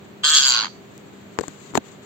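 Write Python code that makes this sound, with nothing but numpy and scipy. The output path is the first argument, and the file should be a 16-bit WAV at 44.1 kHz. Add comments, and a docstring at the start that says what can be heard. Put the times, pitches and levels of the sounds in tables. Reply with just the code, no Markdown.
"""Over a faint appliance hum, a parrot squawks once in a small room: a shrill, overtone-rich tone
from the syrinx, chopped into fast pulses that each arch in pitch. The pulses slow and shorten as
the call runs out. Claws tick on the perch, then the bird pecks and knocks at the microphone's
casing, mostly by the left port, with a soft rustle of feathers."""
import sys
import numpy as np
from scipy import signal
from scipy.fft import rfft, irfft, next_fast_len
from scipy.io import wavfile
from scipy.ndimage import uniform_filter1d, map_coordinates

SR = 44100
rng = np.random.default_rng(int(sys.argv[2]) if len(sys.argv) > 2 else 0)


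def store_wav(level_fs):
    """Save 16-bit WAV to argv[1]."""
    pcm = np.round(np.clip(np.atleast_2d(level_fs), -1, 1) * 32767)
    wavfile.write(sys.argv[1], SR, pcm.T.astype(np.int16))


N = 90404
TIME_S = np.arange(N) / SR


def amp(db):
    """Decibels to gain."""
    return 10 ** (np.asarray(db) / 20)


def unit(x):
    """Scale to rms 1."""
    return x / np.sqrt(np.mean(x ** 2) + 1e-20)


def along(points, hz):
    """Read (freq_hz, value) points on a log frequency axis."""
    freqs, values = np.transpose(points)
    return np.interp(np.log(hz + 1), np.log(freqs + 1), values)


def automation(rows):
    """One value per sample for each column after the time."""
    times, *columns = np.transpose(rows)
    return [np.interp(TIME_S, times, column) for column in columns]


def wobble(rate_hz):
    """A smooth random curve, rate_hz knots a second."""
    knots = rng.standard_normal(int(N * rate_hz / SR) + 4)
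    return map_coordinates(knots, [TIME_S * rate_hz])


def filtered(x, response):
    """Multiply the spectrum by response(hz)."""
    size = next_fast_len(N + SR // 2)
    return irfft(rfft(x, size) * response(np.fft.rfftfreq(size, 1 / SR)), size)[..., :N]


def eq(x, points):
    """Apply a (freq_hz, gain_db) curve."""
    return filtered(x, lambda hz: amp(along(points, hz)))


def noise(points):
    """Two unrelated coloured noises of rms 1."""
    return unit(eq(rng.standard_normal((2, N)), points))


def pan(db):
    """Constant-power gains, left louder than right by db."""
    return unit(amp([[db / 2], [-db / 2]]))


# Colour of the room tone: freq_hz, gain_db
AIR_EQ = [(25, -15), (50, -28), (90, -6.5), (150, -2), (250, -4), (370, -5), (550, -11), (1000, -15.5),
          (2500, -20.5), (4300, -26.5), (5300, -36), (7000, -30.5), (8500, -35), (12000, -31.5),
          (16000, -31)]
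# Left-right likeness of the room tone: freq_hz, correlation
AIR_LIKENESS = [(60, 0.92), (300, 0.53), (700, 0.14), (1500, 0), (16000, 0.041)]

def room_tone(level_db=-45.5):
    """Soft room air, centred in the bass and wide in the treble."""
    def mid_side_gains(hz):
        angle = np.arccos(np.clip(along(AIR_LIKENESS, hz), -1, 1)) / 2
        return np.array([np.cos(angle), np.sin(angle)])

    mid, side = filtered(noise(AIR_EQ), mid_side_gains)
    return amp(level_db) * unit(np.array([mid + side, mid - side]))


# Partials of the appliance: pitch_hz, level_db
HUM_PARTIALS = [(199.5, -53.5), (399, -56), (598, -69.5)]

def appliance_hum():
    """A low hum whose partials waver slightly in phase."""
    return sum(amp(db) * np.sqrt(2) * np.sin(2 * np.pi * hz * TIME_S + 1.02 * wobble(6.66))
               for hz, db in HUM_PARTIALS)


# Feathers brushing near the microphone: time_s, level_db
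RUSTLE_LEVELS = [(0, -66.5), (1.25, -60.5), (1.36, -60), (1.5, -50.5), (1.57, -51), (1.72, -51.5),
                 (1.81, -66), (1.86, -54), (1.92, -48), (1.98, -63), (2.05, -56)]
# Colour of the rustle: freq_hz, gain_db
FEATHER_EQ = [(300, -27), (1000, 4), (2500, 0.5), (4200, 1), (5400, -7.5), (7200, 9), (8500, -6.5),
              (12000, -9), (16000, -14.5)]

def feathers():
    """A soft, uneven rustle on the left as the bird leans in."""
    level_db, = automation(RUSTLE_LEVELS)
    return pan(db=13.5) * amp(level_db + 2.4 * wobble(63)) * noise(FEATHER_EQ)


# Claws on the perch: centre_s, level_db
CLAW_TICKS = [(.9405, -46), (.9790, -32)]
# Colour of a tick: freq_hz, gain_db
CLAW_EQ = [(1000, -22), (3500, -12), (7500, -2.5), (16000, -10)]

def claws(half_length_s=0.00021):
    """The claws shift on the perch with tiny, bright ticks."""
    envelope = sum(amp(db) * np.exp(-((TIME_S - s) / half_length_s) ** 2) for s, db in CLAW_TICKS)
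    return envelope * noise(CLAW_EQ)


# Beak scraping into a knock: centre_s, half_length_s, level_db
BEAK_SCRAPES = [(1.437, 0.0077, -40.5), (1.753, 0.0069, -29.5), (1.765, 0.0088, -34),
                (1.776, 0.0049, -24.5)]
# Colour of beak contact, for scrapes and clicks: freq_hz, gain_db
BEAK_EQ = [(200, -1), (1000, 10), (2200, 0), (3300, 0), (4400, 2.5), (5500, -10.5), (7300, 11),
           (8600, -10.5), (12000, -7), (16000, -12.5)]

def beak_scrapes():
    """The beak slides briefly over the casing."""
    envelope = sum(amp(db) * np.exp(-((TIME_S - s) / half_s) ** 2) for s, half_s, db in BEAK_SCRAPES)
    return pan(db=8) * envelope * noise(BEAK_EQ)


# Beak hits on the casing: start_s, thump_db, thump_hz, rattle_db, click_db, pan_left_db
PECKS = [(1.376, -36, 600, -38.5, -61, -3), (1.3883, -5, 453, -16, -12.5, 17.5),
         (1.3962, -14.5, 375, -30, -25, 15), (1.4096, -14, 376, -31.5, -17, 9),
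         (1.413, -13.5, 398, -28.5, -25.5, 15), (1.435, -24, 626, -41, -38, 23),
         (1.438, -28, 640, -26.5, -39, 23), (1.4816, -24, 294, -32.5, -19.5, 10.5),
         (1.7373, -25, 288, -35.5, -41, 28), (1.7537, -5.5, 406, -9, -2, 16),
         (1.7597, -14.5, 308, -42, -34, 18), (1.7754, -1, 662, -10, -2, 10),
         (1.7782, -3.5, 301, -22.5, -34, -5), (1.783, -15, 254, -29, -37, 0)]
# Modes of the casing: pitch_hz, gain_db
CASING_MODES = [(620, 7.5), (930, 9.5), (1080, 7.5), (1350, -19), (1680, 3.5)]

def beak_knocks(rise_s=.0002, click_t60_s=.0055, rattle_t60_s=0.011, thump_t60_cycles=7.2):
    """Each peck gives a sharp click, a brief rattle of the casing and a damped thump at the ports."""
    out, click_noise = np.zeros((2, N)), noise(BEAK_EQ)
    t = np.arange(SR // 12) / SR
    rise = 1 - np.exp(-t / rise_s)

    def ring(hz):
        return np.sin(2 * np.pi * (hz * t + rng.random() + rng.random((2, 1)) / 3))

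    for start_s, thump_db, thump_hz, rattle_db, click_db, pan_db in PECKS:
        span = slice(round(start_s * SR), round(start_s * SR) + len(t))
        thump = amp(thump_db - 60 * t * thump_hz / thump_t60_cycles) * ring(thump_hz)
        modes = sum(amp(db) * ring(hz * rng.normal(1, 0.1)) for hz, db in CASING_MODES) / 2
        rattle = amp(rattle_db - 60 * t / rattle_t60_s) * modes
        click = amp(click_db - 60 * t / click_t60_s) * click_noise[:, span]
        out[:, span] += pan(pan_db) * rise * (thump + rattle + click)
    return out


# Decay of the small room: freq_hz, t60_s
ROOM_DECAY = [(200, 0.11), (2000, 0.19), (6000, 0.39), (14000, 0.063)]

def room_reverb(x, echoes_db=-8, spread_s=.003, tail_db=-18):
    """The direct sound, quick echoes from the perch and walls, and a short tail, for each port."""
    hz, t, spectrum = signal.stft(rng.standard_normal((2, SR // 3)), SR, nperseg=256)
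    decay = amp(-60 * t / along(ROOM_DECAY, hz)[:, None])
    tail = signal.istft(spectrum * decay, SR, nperseg=256)[1]
    impulse = amp(tail_db) * tail / np.linalg.norm(tail[0])
    impulse[:, 0] += 1
    for port in impulse:
        delays = (rng.uniform(.1, 1, 6) * spread_s * SR).astype(int)
        port[delays] += amp(echoes_db) * rng.choice([-1, 1], 6) / np.sqrt(6)
    return signal.fftconvolve(x, impulse, axes=1)[:, :N]


# Pulsing of the call: time_s, rate_hz
PULSE_RATE = [(.237, 152), (.3, 149), (.33, 149), (.37, 141), (.45, 132.5), (.5, 127), (.55, 117),
              (.6, 110.5), (.645, 108), (.66, 80)]
# Centre of the tone, rising then sinking: time_s, pitch_hz
CALL_PITCH = [(.24, 1360), (.3, 1380), (.34, 1410), (.38, 1385), (.45, 1330), (.5, 1345), (.6, 1310)]
# Shape of the pulses: time_s, swing_hz, open_share, jitter_rad
PULSE_SHAPE = [(.24, 335, 0.98, 0.22), (.30, 301, 0.98, 0.31), (.36, 357, 1, 0.25), (.41, 332, 0.84, 0.41),
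               (.45, 293, 1, 0.42), (.51, 221, 0.72, 0.57), (.56, 217, 0.66, 1.1), (.66, 285, 0.65, 1.3)]

def syrinx(timing_scatter_s=.00012, size_scatter_db=.8, swing_scatter_hz=22, rasp_rad=.14):
    """The pulse gate and the phase of a running tone that arches in pitch within each pulse."""
    rate_hz, = automation(PULSE_RATE)
    pitch_hz, = automation(CALL_PITCH)
    swing_hz, open_share, jitter_rad = automation(PULSE_SHAPE)
    cycles = np.cumsum(rate_hz) / SR
    cycles -= np.interp(PULSE_RATE[0][0], TIME_S, cycles)
    cycles += timing_scatter_s * rate_hz * wobble(200)
    pulse = np.round(cycles).astype(int)
    size_draw, phase_draw, swing_draw = rng.standard_normal((512, 3))[pulse].T
    across = np.clip(2 * (cycles - pulse) / open_share, -1, 1)  # -1 to 1 through a pulse
    gate = np.cos(np.pi / 2 * across) * amp(size_scatter_db * size_draw)
    arch = (swing_hz + swing_scatter_hz * swing_draw) * open_share / rate_hz * np.sin(np.pi * across)
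    centre_phase = 2 * np.pi * np.cumsum(pitch_hz) / SR
    return gate, centre_phase + arch + jitter_rad * phase_draw + rasp_rad * wobble(1500)


def crossfade(centre_s, width_s):
    """A smooth rise from 0 to 1."""
    return (1 + np.tanh((TIME_S - centre_s) / width_s)) / 2


# Resonances of throat and beak, wide open: freq_hz, gain_db
OPEN_EQ = [(400, -24), (900, -7.5), (1230, 1.5), (1380, 9), (1540, -3), (1750, -2), (2000, -4.5),
           (2500, -1), (2950, 7.5), (3400, 10.5), (3900, 3), (4500, 8), (5050, -9.5), (6000, -7),
           (6650, -5.5), (7600, -1), (8500, -19), (16000, -31)]
# The same as they close: freq_hz, gain_db
CLOSING_EQ = [(400, -17), (1100, 7), (1300, 2), (1470, 4), (1620, 6), (2000, -12), (2800, -5.5), (3250, -5),
              (3700, -1.5), (4250, -4), (4650, 5), (4950, -3.5), (6300, -8), (7250, 11), (8100, -22),
              (16000, -29)]

def throat(wave, closing, sag_ratio=0.922):
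    """Throat and beak go from open to closing; late in the call their resonances sink."""
    sag = crossfade(centre_s=0.6, width_s=0.13)
    sunk_eq = [(hz * sag_ratio, db) for hz, db in CLOSING_EQ]
    late = (1 - sag) * eq(wave, CLOSING_EQ) + sag * eq(wave, sunk_eq)
    return (1 - closing) * eq(wave, OPEN_EQ) + closing * late


def harmonic(order, gate, phase, closing, lead_rad=0, drift_rad=0.7, flutter_db=1.1):
    """One pulsed, levelled multiple of the tone; the moving head shifts its phase at each port."""
    drift = drift_rad * order * np.array([wobble(34.62), wobble(34.62)]) / 2
    pulses = gate ** min(0.36 * order, 1.4)
    flutter = amp(flutter_db * min(order, 3) * wobble(700))
    tone = np.sin(order * phase + drift + [[lead_rad / 2], [-lead_rad / 2]])
    wave = throat(pulses * flutter * tone, closing)
    power = uniform_filter1d(uniform_filter1d(wave ** 2, size=800), size=800)
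    return wave / np.sqrt(abs(power) + 1e-9)


# Mix of the harmonics: time_s, first_db, second_db, third_db, fourth_db, fifth_db
HARMONIC_LEVELS = [(0.243, -33.5, -21.5, -26.5, -32, -30.5), (0.252, -28, -20.5, -22, -27, -28),
                   (0.277, -29.5, -26, -21.5, -28, -24.5), (0.307, -28, -29, -21.5, -21, -24),
                   (0.323, -29, -21.5, -27.5, -36, -23.5), (0.349, -25.5, -18, -17, -15, -22.5),
                   (0.383, -27, -16.5, -14.5, -14, -23), (0.417, -33, -26.5, -29.5, -27.5, -29.5),
                   (0.44, -34.5, -27.5, -18, -25, -32), (0.465, -30, -26, -19.5, -29.5, -20.5),
                   (0.503, -34, -27, -18.5, -28, -21.5), (0.547, -32, -28, -22.5, -30, -36.5),
                   (0.591, -32.5, -32, -23.5, -35, -45), (.63, -41, -40.5, -32.5, -42.5, -48),
                   (0.662, -56.5, -67, -39.5, -56, -51)]
# Each harmonic's place before and after the head turns: early_left_db, late_left_db, left_lead_rad
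HARMONIC_PANS = [(-3.5, -2.5, 0.62), (-0.5, 3.5, -1.33), (-3, -6.5, 0.83), (1.5, 0, -1.34), (3, 6.5, -1.9)]
# Hoarse croak under the tone: time_s, level_db
CROAK_LEVELS = [(.24, -30.5), (.27, -47), (.42, -48.5), (.5, -32), (.6, -37), (.645, -34.5), (.66, -36.5),
                (.68, -32.5)]
# Colour of the croak: freq_hz, gain_db
CROAK_EQ = [(200, -14), (450, -3.5), (700, -6), (920, 6.5), (1150, 4.5), (1900, 1), (2700, -1), (3300, 0.5),
            (5000, -34.5)]
# Colour of the breath: freq_hz, gain_db
BREATH_EQ = [(400, -52), (1000, -13), (2000, -11.5), (2800, -5), (3700, 0.5), (4500, -23), (5500, 0),
             (7400, -24), (8600, -2.5), (12000, -12), (16000, -19)]

def squawk(start_s=0.2292, attack_s=0.014, end_s=0.6853, release_s=0.028, gain_db=5):
    """An abrupt call, with croak and breath, whose harmonics swell and fade as the beak moves."""
    gate, phase = syrinx()
    closing = crossfade(centre_s=0.408, width_s=0.034)
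    levels_db = automation(HARMONIC_LEVELS)
    tone = np.zeros((2, N))
    for k, (early_db, late_db, lead_rad) in enumerate(HARMONIC_PANS):
        position = (1 - closing) * pan(early_db) + closing * pan(late_db)
        tone += amp(levels_db[k]) * position * harmonic(k + 1, gate, phase, closing, lead_rad)
    upper = unit(sum(harmonic(order, gate, phase, closing) for order in range(7, 11)))
    upper *= amp(levels_db[4] - 15)  # rides the fifth harmonic's level
    croak = amp(automation(CROAK_LEVELS)[0]) * unit(gate * noise(CROAK_EQ))
    breath = amp(levels_db[3] - 7) * unit(gate * noise(BREATH_EQ))  # rides the fourth's
    attack = np.clip((TIME_S - start_s) / attack_s, 0, 1) ** 2
    release = np.clip((end_s - TIME_S) / release_s, 0, 1)
    return amp(gain_db) * attack * release * (tone + upper + croak + breath)


def scene():
    """The squawk in the room, the bird's close, dry movements and the background."""
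    call = room_reverb(squawk())
    movements = claws() + beak_knocks() + beak_scrapes() + feathers()
    return call + movements + room_tone() + appliance_hum()


# Microphone response with a deep treble notch: freq_hz, gain_db
MIC_EQ = [(8400, 1), (8900, -19.5), (9500, -39.5), (10900, -53), (11400, -31), (11700, -6)]

def record(dry, low_cut_hz=67, threshold_db=-20, memory_s=0.004, ceiling=.85, top_hz=15900):
    """Bass cut, quick gain control, soft clipping, the microphone's treble notch and band limit."""
    x = signal.sosfilt(signal.butter(2, low_cut_hz, "high", fs=SR, output="sos"), dry)
    pole = np.exp(-1 / (memory_s * SR))
    power = signal.lfilter([1 - pole], [1, -pole], np.mean(x ** 2, axis=0))
    compressed = x / (1 + power / amp(threshold_db) ** 2) ** (1 / 4)
    clipped = compressed / (1 + (compressed / ceiling) ** 8) ** (1 / 8)
    return filtered(eq(clipped, MIC_EQ), lambda hz: hz < top_hz)


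dry = scene()
out = record(dry)
store_wav(out)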